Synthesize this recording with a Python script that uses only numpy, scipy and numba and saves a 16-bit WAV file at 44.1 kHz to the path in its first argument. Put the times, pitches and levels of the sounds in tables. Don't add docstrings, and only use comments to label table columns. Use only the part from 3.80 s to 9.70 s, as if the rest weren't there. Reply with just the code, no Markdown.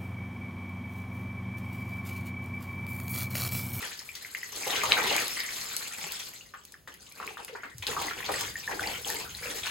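import sys
import numpy as np
from scipy import signal
from scipy.fft import rfft, irfft, next_fast_len
from scipy.io import wavfile
from scipy.ndimage import uniform_filter1d
from numba import njit

SR = 44100
rng = np.random.default_rng(int(sys.argv[2]) if len(sys.argv) > 2 else 0)


def to_wav(sig):
    pcm = np.clip(np.atleast_2d(sig), -1, 1) * 32767
    pcm = np.round(pcm).astype(np.int16)
    wavfile.write(sys.argv[1], SR, pcm.T)


N = 260190
TIME = np.arange(N) / SR


def from_db(db):
    return 10 ** (np.asarray(db) / 20)


def rms_one(x):
    return x / np.sqrt(np.mean(x ** 2) + 1e-20)


def at_hz(points, hz):
    points = np.array(points)
    return np.interp(np.log(np.maximum(hz, 1)), np.log(points[:, 0]), points[:, 1])


def filtered(x, response):
    size = next_fast_len(x.shape[-1] + SR // 10, real=True)
    hz = np.arange(size // 2 + 1) * SR / size
    return irfft(rfft(x, size) * response(hz), size)[..., :x.shape[-1]]


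def coloured(x, spectrum):
    return rms_one(filtered(x, lambda hz: from_db(at_hz(spectrum, hz))))


def drift(per_s):
    targets = rng.standard_normal(N // 50)
    return rms_one(np.interp(TIME * per_s, np.arange(len(targets)), targets))


def add(out, start, sound):
    at = int(np.clip(round(start * SR), 0, N - 1))
    out[rng.integers(len(out)), at:at + len(sound)] += sound[:N - at]


def swell(start, rise, hold, fall_db_per_s):
    out, at = np.zeros(N), max(int(start * SR), 0)
    t = TIME[:min(SR, N - at)]
    fall = from_db(-fall_db_per_s * np.maximum(t - rise - hold, 0))
    out[at:at + len(t)] = np.minimum(t / max(rise, .001), 1) * fall
    return out


# (start [s], rise [s], hold [s], glugs [dB], gurgle [dB], spray [dB])
JUG_GUSHES = [(0.0, 0.0014, 0.032, -62.5, -47, -51.5), (0.694, 0.062, 0.15, -60.5, -51.5, -48.5),
              (0.841, 0.039, 0.12, -48.5, -42, -46.5), (1.001, 0.11, 0.21, -46, -39, -46),
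              (1.323, 0.036, 0.058, -54, -42, -45.5), (2.179, 0.034, 0.014, -57.5, -53.5, -61),
              (3.343, 0.061, 0.07, -58, -57.5, -70), (4.066, 0.011, 0.028, -48, -45.5, -45.5),
              (4.165, 0.041, 0.047, -52, -48.5, -46.5), (4.30, 0.15, 0.018, -52.5, -48.5, -56),
              (4.502, 0.023, 0.077, -53, -46.5, -43.5), (4.857, 0.04, 0.054, -49, -60, -69),
              (4.992, 0.024, 0.12, -53, -50.5, -51), (5.245, 0.0076, 0.12, -53.5, -52.5, -46.5),
              (5.582, 0.059, 0.071, -52, -52.5, -48.5), (5.733, 0.021, 0.038, -62, -56.5, -45.5),
              (5.821, 0.02, 0.045, -64, -47, -60)]
# (time [s], level [dB])
FEET_RUNOFF = [(0, -49), (0.25, -56.5), (0.7, -54), (1.35, -45.5), (1.8, -45.5), (2.15, -50), (2.38, -48.5),
               (2.53, -55), (2.72, -68.5), (2.93, -65.5), (2.965, -79), (3.055, -92), (3.075, -64.5),
               (3.3, -63), (3.5, -58.5), (3.95, -67.5), (4.7, -52), (5.9, -55.5)]
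# (glugs [dB], gurgle [dB], spray [dB])
RUNOFF_MIX = [-23, -7.5, -1]


def flow():
    runoff_db = np.interp(TIME, *np.transpose(FEET_RUNOFF))
    power = np.outer(from_db(RUNOFF_MIX), from_db(runoff_db)) ** 2
    for start, rise, hold, *levels_db in JUG_GUSHES:
        power += np.outer(from_db(levels_db), swell(start, rise, hold, fall_db_per_s=150.5)) ** 2
    for start, db, hz, _ in WATER_SLAPS:
        glug_share = min(1480 / hz, 1) ** 2
        mix = from_db([-30, -34.5, -42.5]) * [glug_share, 1, 1]
        wash = swell(start, rise=.01, hold=0, fall_db_per_s=220)
        power += np.outer(from_db(db) * mix, wash) ** 2
    return np.sqrt(power)


@njit
def ring_out(born, spot, sizes, phase_step, fade, climb, shape):
    out = np.zeros(shape)
    for k in range(len(born)):
        life = int(7 / fade[k])
        size, phase = sizes[k], 0.0
        for i in range(min(life, shape[1] - born[k])):
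            out[spot[k], born[k] + i] += size * np.sin(phase)
            phase += phase_step[k] * (1 + climb * i / life)
            size *= 1 - fade[k]
    return out


def swarm(low_hz, high_hz, surge, base_per_s, cycles, spread_db, climb, clump_db):
    busyness = surge * from_db(clump_db * drift(130))
    born = np.flatnonzero(rng.random(N) < base_per_s * busyness / SR)
    strength, sign, pitch, life, place = rng.random((5, N), dtype=np.float32)[:, born].astype(float)
    hz = low_hz * (high_hz / low_hz) ** pitch
    sizes = from_db(spread_db * np.minimum(-np.log(1 - strength), 3)) * np.sign(sign - .5)
    sizes = sizes * hz / low_hz / np.sqrt(uniform_filter1d(busyness, SR // 14)[born])
    fade = np.minimum(np.log(1000) * hz / (cycles * (.5 + life) * SR), .5)
    spot = (place * len(SPOTS)).astype(np.int64)
    return ring_out(born, spot, sizes, 2 * np.pi * hz / SR, fade, climb, (len(SPOTS), N))


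# (frequency [Hz], level [dB])
WATER_TONE = [(130, -7.5), (290, -6), (450, 0.5), (620, -4), (850, -1), (1400, -0.5), (2400, 3.5),
              (4200, -0.5), (6000, 12.5)]
# (frequency [Hz], level [dB])
SPRAY_TONE = [(3000, -1.5), (4300, -2.5), (6200, -3.5), (7500, -1.5), (10000, -7), (13000, -5), (16000, -5)]


def stream(glug_gain, gurgle_gain, spray_gain):
    surge = from_db(2.5 * drift(50)) * (gurgle_gain / gurgle_gain.max()) ** .36
    glugs = swarm(215.4, 1055, surge, base_per_s=950, cycles=15, spread_db=8, climb=.22, clump_db=3)
    gurgle = swarm(1037, 4060, surge, base_per_s=750, cycles=27.6, spread_db=6, climb=.48, clump_db=3.5)
    fizz = swarm(4070, 13750, surge, base_per_s=2600, cycles=56, spread_db=9, climb=.16, clump_db=5.5)
    patter = swarm(2970, 18400, surge, base_per_s=2500, cycles=8.4, spread_db=4, climb=0, clump_db=7.5)
    spray = rms_one(fizz) + from_db(-3) * rms_one(patter)
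    return (glug_gain * coloured(glugs, WATER_TONE)
            + gurgle_gain * coloured(gurgle, WATER_TONE)
            + spray_gain * coloured(spray, SPRAY_TONE))


def stereo_noise(spectrum, side_db):
    mid, side = coloured(rng.standard_normal((2, N)), spectrum)
    return mid + from_db(side_db) * side * [[1], [-1]]


# (frequency [Hz], level [dB])
HEAVE_TONE = [(20, -29), (45, -4), (70, 0.5), (110, -1), (170, -6), (300, -21.5)]


def basin_heave(glug_gain):
    resting, under_glugs = from_db(-65), from_db(-7) * glug_gain
    stirred = from_db(-52) * np.clip((TIME - 3.93) / 0.055, 0, 1)
    level = np.sqrt(resting ** 2 + under_glugs ** 2 + stirred ** 2)
    sway = from_db(2.4 * drift(8.3))
    return level * sway * stereo_noise(HEAVE_TONE, side_db=-13.5)


# (frequency [Hz], level [dB])
AIR_TONE = [(20, -40), (60, -12.5), (150, -14), (500, -19), (2000, -53.5), (16000, -51.5)]


def room_air():
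    return from_db(-66) * stereo_noise(AIR_TONE, side_db=-5.5)


def bubble(hz, t60, swell_cycles=2.2, climb=0.12):
    t, t60 = TIME[:SR // 16], max(t60, .001)
    loudness = from_db(-60 * t / t60) * (1 - np.exp(-(t * hz / swell_cycles) ** 2))
    phase = 2 * np.pi * hz * (t + climb * t * t / (2 * (t + t60)))
    return loudness / loudness.max() * np.sin(phase)


def spit(t60, low_hz, high_hz):
    t = TIME[:SR // 20]
    burst = rng.standard_normal(len(t)) * from_db(-60 * t / t60) * np.minimum(t / .0015, 1)
    burst = signal.sosfilt(signal.butter(2, low_hz, "high", fs=SR, output="sos"), burst)
    burst = signal.lfilter([1], [1, -np.exp(-2 * np.pi * high_hz / SR)], burst)
    return burst / np.abs(burst).max()


# (time [s], peak [dB], pitch [Hz], length to fade by 60 dB [cycles])
PLINK_BUBBLES = [(0.192, -24.5, 4930, 11), (0.2897, -29.5, 2340, 26), (0.448, -28.5, 2040, 14),
                 (0.5487, -20, 1990, 13), (0.6305, -26.5, 1940, 36), (0.833, -26.5, 2280, 18),
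                 (1.138, -27, 980, 12), (1.3811, -13, 2150, 3.5), (1.6036, -19, 4830, 18),
                 (1.6891, -26, 2140, 25), (2.2415, -22, 2580, 2), (2.609, -37.5, 2780, 72),
                 (2.941, -36.5, 1710, 14), (3.40, -27, 1180, 7), (3.427, -27.5, 1270, 5),
                 (3.4762, -25, 2330, 11), (4.068, -12.5, 3920, 3.5), (4.282, -25.5, 1960, 41),
                 (4.404, -29, 1790, 16), (4.429, -29, 1900, 11), (4.54, -24, 1880, 33),
                 (4.755, -27, 1810, 66), (4.876, -23, 1740, 50), (4.994, -20.5, 1500, 19),
                 (5.0367, -25.5, 2000, 45), (5.073, -23, 4560, 65), (5.14, -28, 3040, 31),
                 (5.247, -26, 3230, 33), (5.3, -28, 1770, 30), (5.5491, -26.5, 4040, 29)]


def plinks():
    out = np.zeros((len(SPOTS), N))
    for start, db, hz, cycles in PLINK_BUBBLES:
        add(out, start, from_db(db) * bubble(hz, t60=cycles / hz))
        add(out, start, from_db(db - 11.5) * spit(t60=0.025, low_hz=hz, high_hz=3000))
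        for wait, detune in rng.random((3, 2)):
            pitch = hz * 2 ** (detune - .5)
            add(out, start + wait * .018, from_db(db - 13) * bubble(pitch, t60=7.7 / pitch))
    return out


# (time [s], peak [dB], centre pitch [Hz], spit against peak [dB])
WATER_SLAPS = [(0.352, -30.5, 4600, 1.5), (0.868, -29, 600, -16), (1.034, -19.5, 1110, 0.5),
               (1.183, -18.5, 1320, -10), (1.311, -23.5, 810, -13), (2.242, -36.5, 760, 5),
               (2.738, -34.5, 1640, -12), (3.075, -31.5, 1570, -8), (3.571, -27.5, 1210, -23),
               (3.681, -32.5, 2220, -9), (3.751, -31.5, 1270, -30), (3.834, -29, 1522, -12),
               (4.024, -26, 2750, -1), (4.166, -21.5, 1130, -24), (4.31, -24.5, 1600, -17),
               (4.489, -22, 870, -9.5), (4.608, -32.5, 1600, 13), (4.912, -24.5, 1520, -6),
               (5.866, -27, 1450, 2)]


def slaps(bubble_count=12):
    out = np.zeros((len(SPOTS), N))
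    for start, db, hz, spit_db in WATER_SLAPS:
        cluster = np.zeros(N // 50)
        for k, (detune, wait) in enumerate(rng.standard_normal((bubble_count, 2))):
            pitch = np.clip(hz * 2 ** (0.43 * detune * min(k / 2, 1)), 250, 9000)
            ring = bubble(pitch, t60=12 / pitch, swell_cycles=0.48, climb=0.57)
            lag = int(min(abs(wait) * k * .0011, .04) * SR)
            cluster[lag:lag + len(ring)] += from_db(-1.5 * k) * np.sign(wait) * ring
        add(out, start, from_db(db) * cluster / np.abs(cluster).max())
        add(out, start, from_db(db + spit_db) * spit(t60=0.025, low_hz=2970, high_hz=5000))
    return out


# (pitch [Hz], peak [dB], time to fade by 60 dB [s])
POP_TONES = [(1900, -15, 0.0075), (3000, 0, 0.0017), (3780, -4, 0.006)]


def hollow_pop(start=1.1206):
    out = np.zeros((len(SPOTS), N))
    for hz, db, t60 in POP_TONES:
        add(out, start, from_db(db) * bubble(hz, t60, swell_cycles=1.7, climb=.02))
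    return out


# (time [s], peak [dB])
DROP_TICKS = [(1.364, -11), (1.480, -16.5), (1.965, -14), (2.32, -20), (2.851, -32.5), (2.921, -33.5),
              (3.140, -34.5), (3.322, -34), (3.467, -27.5), (3.647, -24), (4.22, -19.5), (5.301, -15),
              (3.982, -26)]


def ticks():
    out = np.zeros((len(SPOTS), N))
    for start, db in DROP_TICKS:
        add(out, start, from_db(db) * spit(t60=0.0065, low_hz=5460, high_hz=6700))
    return out


# (start [s], length [s], typical peak [dB], pitch [Hz])
TRICKLE_RUNS = [(1.561, 0.14, -32, 2020), (2.285, 0.16, -37.5, 3440), (3.401, 0.074, -43, 1140),
                (3.678, 0.091, -47, 461), (3.772, 0.15, -44.5, 2010), (3.481, 0.16, -45, 2720),
                (5.446, 0.052, -38, 1390), (5.624, 0.09, -41, 500)]


def trickles(max_bubbles=12, gap_s=0.016):
    out = np.zeros((len(SPOTS), N))
    for start, length, db, hz in TRICKLE_RUNS:
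        for k, (wait, detune, strength) in enumerate(rng.uniform(-1.1, 1, (max_bubbles, 3))):
            delay = gap_s * (k + (wait + 1) / 2)
            pitch = hz * 2 ** (0.11 * detune)
            gain = from_db(db + 6.5 * strength) * (delay < length)
            add(out, start + delay, gain * bubble(pitch, t60=17.6 / pitch))
    return out


# (time [s], peak [dB], pitch [Hz])
BASIN_KNOCKS = [(2.236, -46, 168), (3.946, -41.5, 125), (3.994, -40, 92)]


def knocks(t60=0.13):
    out = np.zeros(N)
    for start, db, hz in BASIN_KNOCKS:
        loudness = from_db(db) * swell(start, rise=0.0084, hold=0, fall_db_per_s=60 / t60)
        out += loudness * np.sin(2 * np.pi * hz * (TIME - start))
    return out


# (frequency [Hz], time to fade by 60 dB [s])
ECHO_FADE = [(150, 0.59), (700, 0.2), (2000, 0.28), (6000, 0.16), (16000, 0.24)]
# (frequency [Hz], likeness [0 to 1])
ECHO_LIKENESS = [(100, 0.93), (500, 0.06), (2000, 0.042), (5500, .05), (7000, 0.64), (16000, 0.24)]


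def room_echoes(x, first_s=0.0011, early_db=-5.5, early_t60=0.15, absorb_hz=7700):
    t = TIME[:SR // 3]
    noise = rfft(rng.standard_normal((2, len(SPOTS), 1, len(t))))
    noise_hz = np.arange(noise.shape[-1]) * SR / len(t)
    band_edges = np.geomspace(60, 18000, 10)
    echoes = 0
    for low, high in zip(band_edges, band_edges[1:]):
        hz = np.sqrt(low * high)
        mid, side = irfft(noise * ((noise_hz >= low) & (noise_hz < high)), len(t))
        alike = at_hz(ECHO_LIKENESS, hz)
        stereo = np.sqrt(1 + alike) * mid + np.sqrt(1 - alike) * side * [[1], [-1]]
        decay = from_db(-60 * t / at_hz(ECHO_FADE, hz)) + from_db(early_db - 60 * t / early_t60)
        decay *= np.clip(t / first_s - 1, 0, 1)
        kept = 1 / np.sqrt(1 + (hz / absorb_hz) ** 2)
        echoes = echoes + kept * decay / np.sqrt(2 * np.sum(decay ** 2)) * stereo
    return signal.oaconvolve(x[:, None], echoes, axes=2).sum(axis=0)[:, :N]


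SPOTS = [-0.91, 0.29, 0.95, 0.87]


def scene():
    glug_gain, gurgle_gain, spray_gain = flow()
    splash = stream(glug_gain, gurgle_gain, spray_gain) + slaps() + trickles()
    drops = plinks() + hollow_pop() + ticks()
    direct = from_db(np.outer([.5, -.5], SPOTS)) @ (splash + drops)
    echoes = room_echoes(from_db(2.9) * splash + from_db(-3.5) * drops)
    return direct + echoes + basin_heave(glug_gain) + knocks() + room_air()


# (frequency [Hz], left minus right [dB])
MIC_BALANCE = [(100, 1.5), (900, 0.2), (2500, 2), (5000, 4), (7500, 1), (9500, -1.5), (16000, 0.5)]


def record(dry, crossover_hz=5600, bass_lag_s=.000012, treble_lag_s=.000225, cutoff_hz=16100):
    def left_port(hz):
        treble = 1 / (1 + (crossover_hz / np.maximum(hz, 1)) ** 24)
        bass_phase = -2 * np.pi * hz * bass_lag_s
        treble_phase = np.pi - 2 * np.pi * hz * treble_lag_s
        phase = (1 - treble) * bass_phase + treble * treble_phase
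        return from_db(at_hz(MIC_BALANCE, hz) / 2) * np.exp(1j * phase)
    left = filtered(dry[0], left_port)
    right = filtered(dry[1], lambda hz: from_db(-at_hz(MIC_BALANCE, hz) / 2))
    treble_cut = signal.ellip(12, .1, 80, cutoff_hz, fs=SR, output="sos")
    return signal.sosfilt(treble_cut, np.tanh([left, right]))


dry = scene()
out = record(dry)
to_wav(out)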